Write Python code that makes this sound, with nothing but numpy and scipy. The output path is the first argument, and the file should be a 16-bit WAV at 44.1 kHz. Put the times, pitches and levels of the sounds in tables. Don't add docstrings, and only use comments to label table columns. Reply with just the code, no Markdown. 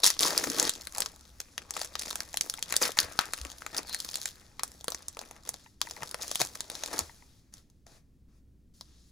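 import sys
import numpy as np
from scipy import signal
from scipy.fft import rfft, irfft, next_fast_len
from scipy.io import wavfile
from scipy.ndimage import uniform_filter1d

SR = 44100
rng = np.random.default_rng(int(sys.argv[2]) if len(sys.argv) > 2 else 0)


def digitize_waveform(pressure):
    field = np.atleast_2d(pressure).T
    bounded = np.clip(field, -1, 1)
    quanta = np.round(bounded * 32767).astype(np.int16)
    wavfile.write(sys.argv[1], SR, quanta)


N = 401751
TIME = np.arange(N) / SR
CLICK_TIME = TIME[:2048]
CLICK_GAIN = np.sqrt(.0045 * SR / len(CLICK_TIME))
SMALL_SNAP_MAX_DB = -35
FOIL_UNTIL_S = 7.2

# (time [s], crack level [dB], panel level [dB])
SNAPS = [(0.1028, -21.5, -31.5), (0.192, -22, -45), (0.231, -19, -43), (0.3774, -18, -52),
         (0.4395, -27, -29.5), (.5, -26.5, -46), (0.5976, -16.5, -45), (0.6272, -22.5, -47),
         (0.694, -20, -43), (0.871, -34, -40), (0.982, -26.5, -34.5), (1.004, -22.5, -40.5),
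         (1.0204, -27, -37.5), (1.06, -30.5, -38.5), (1.4024, -31.5, -41.5), (1.579, -34.5, -30.5),
         (1.7073, -29.5, -41.5), (1.7662, -41, -31.5), (1.815, -29, -35.5), (1.954, -32, -33),
         (1.994, -29.5, -53), (2.109, -31, -39), (2.156, -28.5, -36.5), (2.2044, -30, -36),
         (2.3421, -34.5, -34.5), (2.3715, -23.5, -49), (2.41, -21, -34), (2.498, -25.5, -73),
         (2.539, -33.5, -42.5), (2.626, -25.5, -66), (2.724, -25, -28.5), (2.74, -36, -30.5),
         (2.7651, -16.5, -60), (2.988, -16, -21), (3.002, -21, -47), (3.1903, -19.5, -26.5),
         (3.3351, -27.5, -31.5), (3.45, -38, -39), (3.62, -48.5, -38.5), (3.664, -37, -33),
         (3.946, -26, -33.5), (4.002, -29.5, -52), (4.1422, -31.5, -51), (4.156, -26, -56),
         (4.2564, -27.5, -35), (4.5944, -37.5, -34.5), (4.6336, -24, -33.5), (4.843, -36, -45),
         (4.8814, -28.5, -29), (4.903, -34.5, -61), (4.9201, -32.5, -38.5), (4.9465, -31, -43),
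         (5.083, -30.5, -64), (5.1696, -45.5, -39), (5.191, -36, -42.5), (5.214, -42, -43),
         (5.311, -43.5, -44.5), (5.491, -26, -41), (5.541, -39.5, -44), (5.815, -22.5, -33),
         (6.032, -36, -34), (6.112, -36.5, -49.5), (6.144, -33.5, -31.5), (6.221, -34, -68),
         (6.314, -28, -35.5), (6.356, -24, -43), (6.4155, -20, -24), (6.554, -36.5, -43),
         (6.6059, -28.5, -41), (6.7, -33.5, -42.5), (6.8359, -29.5, -35), (6.8602, -33.5, -43),
         (6.9908, -21, -34.5), (7.5386, -42.5, -62.5), (7.7, -61.5, -76), (7.8664, -53.5, -53.5),
         (8.81, -40.5, -48.5)]
# (start [s], length [s], crackle level [dB], rubbing level [dB])
STROKES = [(0.032, 0.048, -23.5, -41.5), (0.206, 0.098, -29.5, -34), (0.3, 0.33, -37.5, -42),
           (0.572, 0.099, -31, -38.5), (0.933, 0.14, -46, -49.5), (1.738, 0.1, -41.5, -49),
           (1.978, 0.21, -44.5, -55.5), (2.677, 0.11, -44.5, -51.5), (2.811, 0.06, -31, -36.5),
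           (2.969, 0.077, -40.5, -45.5), (3.322, 0.19, -48.5, -54.5), (3.728, 0.072, -44.5, -43),
           (3.864, 0.12, -48, -57), (3.993, 0.3, -45.5, -63.5), (5.205, 0.17, -62, -59),
           (5.45, 0.055, -53.5, -54.5), (6.202, 0.21, -41.5, -54.5), (6.398, 0.012, -28, -38),
           (6.707, 0.24, -48.5, -52), (6.91, 0.098, -45, -43.5), (7.22, 0.18, -73, -90.5),
           (7.523, 0.063, -60.5, -68), (7.862, 0.11, -63, -64), (8.283, .1, -77.5, -78.5),
           (8.737, .36, -66.5, -82.5)]
# (frequency [Hz], level [dB])
CRACK_SPECTRUM = [(1700, -10), (2500, -16), (3400, -8.5), (4700, -7), (7200, -6.5), (9500, -7),
                  (16000, -10)]
# (frequency [Hz], gain [dB])
DULLING = [(5500, 3), (15000, -5.5)]


def snaps(creases, facet_cycles=1.0, panel_cycles=0.95, panel_spread=0.36, stack_hz=560, stack_db=-13):
    # (time [s], frequency [Hz])
    panel_pitch = [(4.6, 1281), (4.85, 738)]
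    out = np.zeros((2, N))
    for s, crack_db, panel_db in creases:
        burst, push = jolt(), jolt()
        facets = sum(ring(burst, hz, facet_cycles) for hz in rng.uniform(3300, 9450, size=2))
        crack = colour(unit(burst) / 2 + unit(facets), CRACK_SPECTRUM)
        detune = np.exp(panel_spread * np.clip(rng.standard_normal(size=2), -2, 2))
        panel_hz = curve(s, panel_pitch) * detune
        panel = unit(sum(ring(push, hz, panel_cycles) for hz in panel_hz))
        stack = undb(stack_db) * unit(ring(push, stack_hz, 0.14))
        for part, db in ((crack, crack_db), (panel + stack, panel_db)):
            add(out, s, unit(part) * undb(db) * CLICK_GAIN)
    return out


def jolt(spread_s=0.0009155, flutter_db=-11, flutter_s=0.0066):
    t = CLICK_TIME
    noise = two_sided(len(t))
    echoes = noise * t * np.exp(-2 * t / spread_s)
    flutter = noise * np.exp(-t / flutter_s) * (t > 2 * spread_s)
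    click = dispersed_click(len(t), spread_s)
    return unit(unit(click) + unit(echoes)) + undb(flutter_db) * unit(flutter)


def dispersed_click(size, spread_s):
    hz = np.fft.rfftfreq(size, 1 / SR)
    delay_s = np.interp(hz, np.linspace(0, SR / 2, 40), rng.uniform(.15, 1.85, size=40)) * spread_s
    return irfft(np.exp(-2j * np.pi * np.cumsum(delay_s) * SR / size), size)


def rips(panel_db=-16.5, jitter=.12, scatter_db=4):
    # (start [s], length [s], ridge rate [1/s], crack level [dB])
    seams = [(.034, .054, 205, -23), (0.2, .085, 150, -27.5), (2.815, .03, 240, -26.5),
             (3.765, .026, 190, -30)]
    ridges = []
    for s, length, rate, crack_db in seams:
        late, size = rng.standard_normal((2, 64))
        for k in range(round(length * rate)):
            db = crack_db + scatter_db * size[k]
            ridges.append((s + (k + jitter * late[k]) / rate, db, db + panel_db))
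    return ridges


def small_snaps(crackle_level, rub_level, per_stroke=4, over_db=3, scatter_db=3.5):
    start, length = np.transpose(STROKES)[:2]
    times = (start[:, None] + length[:, None] * rng.random((len(STROKES), per_stroke))).ravel()
    times = times[times < FOIL_UNTIL_S]
    worked_db = 20 * np.log10([np.interp(times, TIME, level) for level in (crackle_level, rub_level)])
    levels = worked_db + over_db + scatter_db * rng.uniform(-0.4, 1, (len(times), 2)).T
    return list(zip(times, *np.minimum(levels, SMALL_SNAP_MAX_DB)))


def stray_ticks(crackle_level, count=22, over_db=11, scatter_db=5, panel_db=-9):
    moment, size = rng.random((count, 2)).T
    times = FOIL_UNTIL_S * (np.arange(count) + moment) / count
    worked_db = 20 * np.log10(np.interp(times, TIME, crackle_level))
    levels = np.minimum(worked_db + over_db + scatter_db * (2 * size - 1), SMALL_SNAP_MAX_DB)
    return list(zip(times, levels, levels + panel_db))


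def handling(attack_s=0.0029, release_s=0.026, settle_s=0.13,
             hold_rub_db=-3.5, settle_crackle_db=-27.5, settle_rub_db=-25):
    # (time [s], level [dB])
    held_rustle = [(.8, -53.5), (1.35, -65), (2.1, -52.5), (4.1, -56), (4.6, -64), (5.65, -68),
                   (5.79, -82.5), (5.84, -51), (7.05, -61), (7.75, -85.5), (9.1, -92)]
    hold = undb(curve(TIME, held_rustle))
    power = np.array([hold, hold * undb(hold_rub_db)]) ** 2
    age = TIME[:SR]
    for s, length, crackle_db, rub_db in STROKES:
        effort = np.minimum(age / attack_s, 1) * np.exp(-np.maximum(age - length, 0) / release_s)
        add(power, s, np.outer(undb([crackle_db, rub_db]), effort) ** 2)
    for s, crack_db, panel_db in SNAPS:
        settling = undb([crack_db + settle_crackle_db, panel_db + settle_rub_db])
        add(power, s, np.outer(settling, np.exp(-age / settle_s)) ** 2)
    return np.sqrt(power)


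def crackle(worked):
    modes_hz = np.geomspace(2000, 15000, 8)
    grains = friction(worked, modes_hz, rate=130, spread_db=4.5, cycles=0.36, flex_db=3.5)
    return even(colour(colour(grains, CRACK_SPECTRUM), DULLING))


def rubbing(worked):
    # (frequency [Hz], level [dB])
    sheet_spectrum = [(90, -9), (330, 1), (800, -0.5), (1500, -4), (2300, -6.5), (4000, -14.5)]
    modes_hz = np.geomspace(170, 2400, 11)
    grains = friction(worked, modes_hz, rate=350, spread_db=7.5, cycles=1.5, flex_db=3.0)
    return even(colour(grains, sheet_spectrum))


def friction(worked, modes_hz, rate, spread_db, cycles, flex_db, buckling_db=-63):
    # (time [s], share [0-1])
    sliding_share = [(.7, 0.5), (.8, 0.2), (6.3, 0.3), (7, 0.7)]
    smooth = curve(TIME, sliding_share)
    buckling = (1 - smooth) / (1 + (undb(buckling_db) / worked) ** 2)
    drive = np.sqrt(buckling * buckles(rate, spread_db) + 1 - buckling)
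    noise = two_sided(N)
    out = np.zeros((2, N))
    for hz in modes_hz:
        patch = drive * np.roll(noise, rng.integers(N), axis=1)
        out += ring(patch, hz, cycles) * np.sqrt(hz) * drift(13, flex_db)
    return out


def buckles(rate, spread_db, decay_s=.0004):
    size = undb(spread_db * np.minimum(rng.exponential(size=N), 3.5))
    impulses = (rng.random(N) < rate / SR) * size ** 2
    power = signal.lfilter([1], [1, -np.exp(-1 / (decay_s * SR))], impulses)
    return power / power.mean()


def peel(start_s=0.2, end_s=.69, short_hz=520, long_hz=310, flap_db=-42, jerk_s=.006):
    out = np.zeros((1, N))
    t = CLICK_TIME
    slots = np.arange(start_s, end_s, jerk_s)
    for s, (late, tone, size) in zip(slots, rng.uniform(-1, 1, (200, 3))):
        hz = np.interp(s, [start_s, end_s], [short_hz, long_hz]) * 2 ** (tone / 2)
        flap = hz * t * np.exp(-np.sqrt(2) * hz * t) * np.sin(2 * np.pi * hz * t)
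        add(out, s + jerk_s * (late + 1) / 2, size * flap[None])
    return undb(flap_db) * unit(out) * np.sqrt((end_s - start_s) * SR / N)


def pouch_pop(rub_level, pull_s=2.7, pop_s=3.19, closed_hz=1950, open_hz=1370,
              pull_db=-3, pop_db=-9, hollow_db=-32, hollow_s=0.035):
    age = np.maximum(TIME - pop_s, 0)
    pop = undb(pop_db) * np.sin(2 * np.pi * open_hz * age) * np.exp(-open_hz * age / 2)
    hollow = resonant_noise(np.interp(TIME, [pull_s, pop_s], [closed_hz, open_hz]), cycles=0.87)
    pull = undb(pull_db) * rub_level * ((TIME > pull_s) & (TIME < pop_s))
    tail = undb(hollow_db) * (age > 0) * np.exp(-age / hollow_s)
    return pop + hollow * (pull + tail)


def scrape(centre_s=3.93, width_s=0.048, hz=4500, scrape_db=-45):
    swell = np.exp(-((TIME - centre_s) / width_s) ** 2)
    return undb(scrape_db) * swell * resonant_noise(np.full(N, hz), cycles=6.8)


def resonant_noise(hz, cycles):
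    top_hz = hz.max()
    steady = unit(ring(rng.standard_normal(N), top_hz, cycles))
    speed = hz / top_hz * drift(20, .5)
    gliding = np.interp(np.cumsum(speed) % N, np.arange(N), steady)
    return gliding * drift(22, 2.2) * drift(18, 1.2)


def taps(modes_hz=(900, 1950), cycles=1.8):
    # (time [s], level [dB])
    contacts = [(2.5839, -40.5), (2.972, -32), (5.661, -50), (5.871, -39.5), (5.966, -43.5), (6.022, -35.5),
                (7.094, -46), (7.223, -54)]
    out = np.zeros((2, N))
    for s, db in contacts:
        push = jolt()
        body = sum(unit(ring(ring(push, hz, cycles), hz, cycles / 2)) for hz in modes_hz)
        add(out, s, unit(body) * undb(db) * CLICK_GAIN)
    return out


def knocks():
    # (time [s], level [dB], frequency [Hz])
    impacts = [(3.03, -44, 84), (3.406, -37, 62), (6.02, -44, 141), (6.412, -43, 128), (7.01, -42.5, 80.6)]
    out = np.zeros(N)
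    for s, db, hz in impacts:
        cycles = np.maximum(TIME - s, 0) * hz
        out += undb(db) * cycles * np.exp(1 - cycles) * np.sin(2 * np.pi * cycles)
    return out


def microphone_pair(x):
    # (frequency [Hz], left minus right [dB])
    level_difference = [(100, 1.1), (400, 1.3), (2400, 8.2), (4400, 3.6), (8000, 0.61)]
    # (frequency [Hz], lead of the left [rad])
    phase_difference = [(100, 0), (2400, .6), (6500, .4), (8400, -3.1), (12200, -9.4), (16000, -15.7)]
    size = next_fast_len(N, True)
    ratio = undb(spectrum(level_difference, size))
    lead = curve(np.fft.rfftfreq(size, 1 / SR), phase_difference)
    sides = np.array([ratio, np.exp(-1j * lead)]) * np.sqrt(2 / (1 + ratio ** 2))
    return irfft(rfft(x, size) * sides, size)[:, :N]


def room(x, early_db=-14, early_s=0.01, late_db=-19, late_t60=0.15):
    t = TIME[:SR // 2]
    early = rng.standard_normal(len(t)) * np.exp(-t / early_s)
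    late = rng.standard_normal(len(t)) * np.exp(-np.log(1000) * t / late_t60)
    response = undb(early_db) * early / np.linalg.norm(early) + undb(late_db) * late / np.linalg.norm(late)
    return signal.fftconvolve(x, colour(response, DULLING))[:N]


def room_tone(rumble_db=-61, hum_db=-66, hum_hz=63, side_db=-14):
    # (frequency [Hz], level [dB])
    rumble_spectrum = [(70, -5.5), (280, -15), (450, -28), (900, -44), (14000, -52)]
    mid, side, waver = rng.standard_normal((3, N))
    mid, side = (unit(colour(noise, rumble_spectrum)) for noise in (mid, side))
    rumble = mid + undb(side_db) * side * np.array([[1], [-1]])
    hum = unit(ring(ring(waver, hum_hz, 2.3), hum_hz, 2.3))
    return undb(rumble_db) * rumble + undb(hum_db) * hum


def ring(x, hz, cycles):
    radius = np.exp(-hz / SR / cycles)
    poles = [1, -2 * radius * np.cos(2 * np.pi * hz / SR), radius ** 2]
    return signal.lfilter([1, 0, -1], poles, x) * np.sqrt(1 - radius)


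def colour(x, points, size=4096):
    cepstrum = irfft(np.log(undb(spectrum(points, size))), size)
    cepstrum[1:size // 2] *= 2
    cepstrum[size // 2 + 1:] = 0
    response = irfft(np.exp(rfft(cepstrum)), size)
    filtered = signal.oaconvolve(np.atleast_2d(x), response[None], axes=1)
    return filtered[:, :x.shape[-1]].reshape(x.shape)


def two_sided(size, apart=0.25):
    mid, side = rng.standard_normal((2, size))
    return np.array([mid + apart * side, mid - apart * side])


def drift(rate, spread_db):
    knots = undb(spread_db * rng.standard_normal(N // 100))
    return np.interp(TIME * rate, np.arange(len(knots)), knots)


def even(x, seconds=0.67):
    power = uniform_filter1d(np.mean(x ** 2, axis=0), int(seconds * SR))
    return x / np.sqrt(np.abs(power) + np.mean(x ** 2) / 100)


def spectrum(points, size):
    hz, db = np.transpose(points)
    return np.interp(np.log(np.fft.rfftfreq(size, 1 / SR) + 1), np.log(hz), db)


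def curve(at, points):
    return np.interp(at, *np.transpose(points))


def add(out, s, part):
    start = int(s * SR)
    out[:, start:start + part.shape[1]] += part[:, :N - start]


def undb(db):
    return 10 ** (np.asarray(db) / 20)


def unit(x):
    return x / np.sqrt(np.mean(x ** 2))


def scene(crackle_db=-1, rubbing_db=-1):
    crackle_level, rub_level = handling()
    pack = undb(crackle_db) * crackle_level * crackle(crackle_level)
    pack += undb(rubbing_db) * rub_level * rubbing(rub_level)
    pack += snaps(SNAPS + rips() + small_snaps(crackle_level, rub_level) + stray_ticks(crackle_level))
    pack += peel() + pouch_pop(rub_level) + scrape() + taps()
    direct = microphone_pair(pack + knocks())
    reflections = np.array([room(side) for side in pack])
    return direct + reflections + room_tone()


def record(dry, ceiling=.8, top_hz=16000):
    low_pass = signal.ellip(8, .2, 70, top_hz, fs=SR, output="sos")
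    return signal.sosfilt(low_pass, np.clip(dry, -ceiling, ceiling))


dry = scene()
out = record(dry)
digitize_waveform(out)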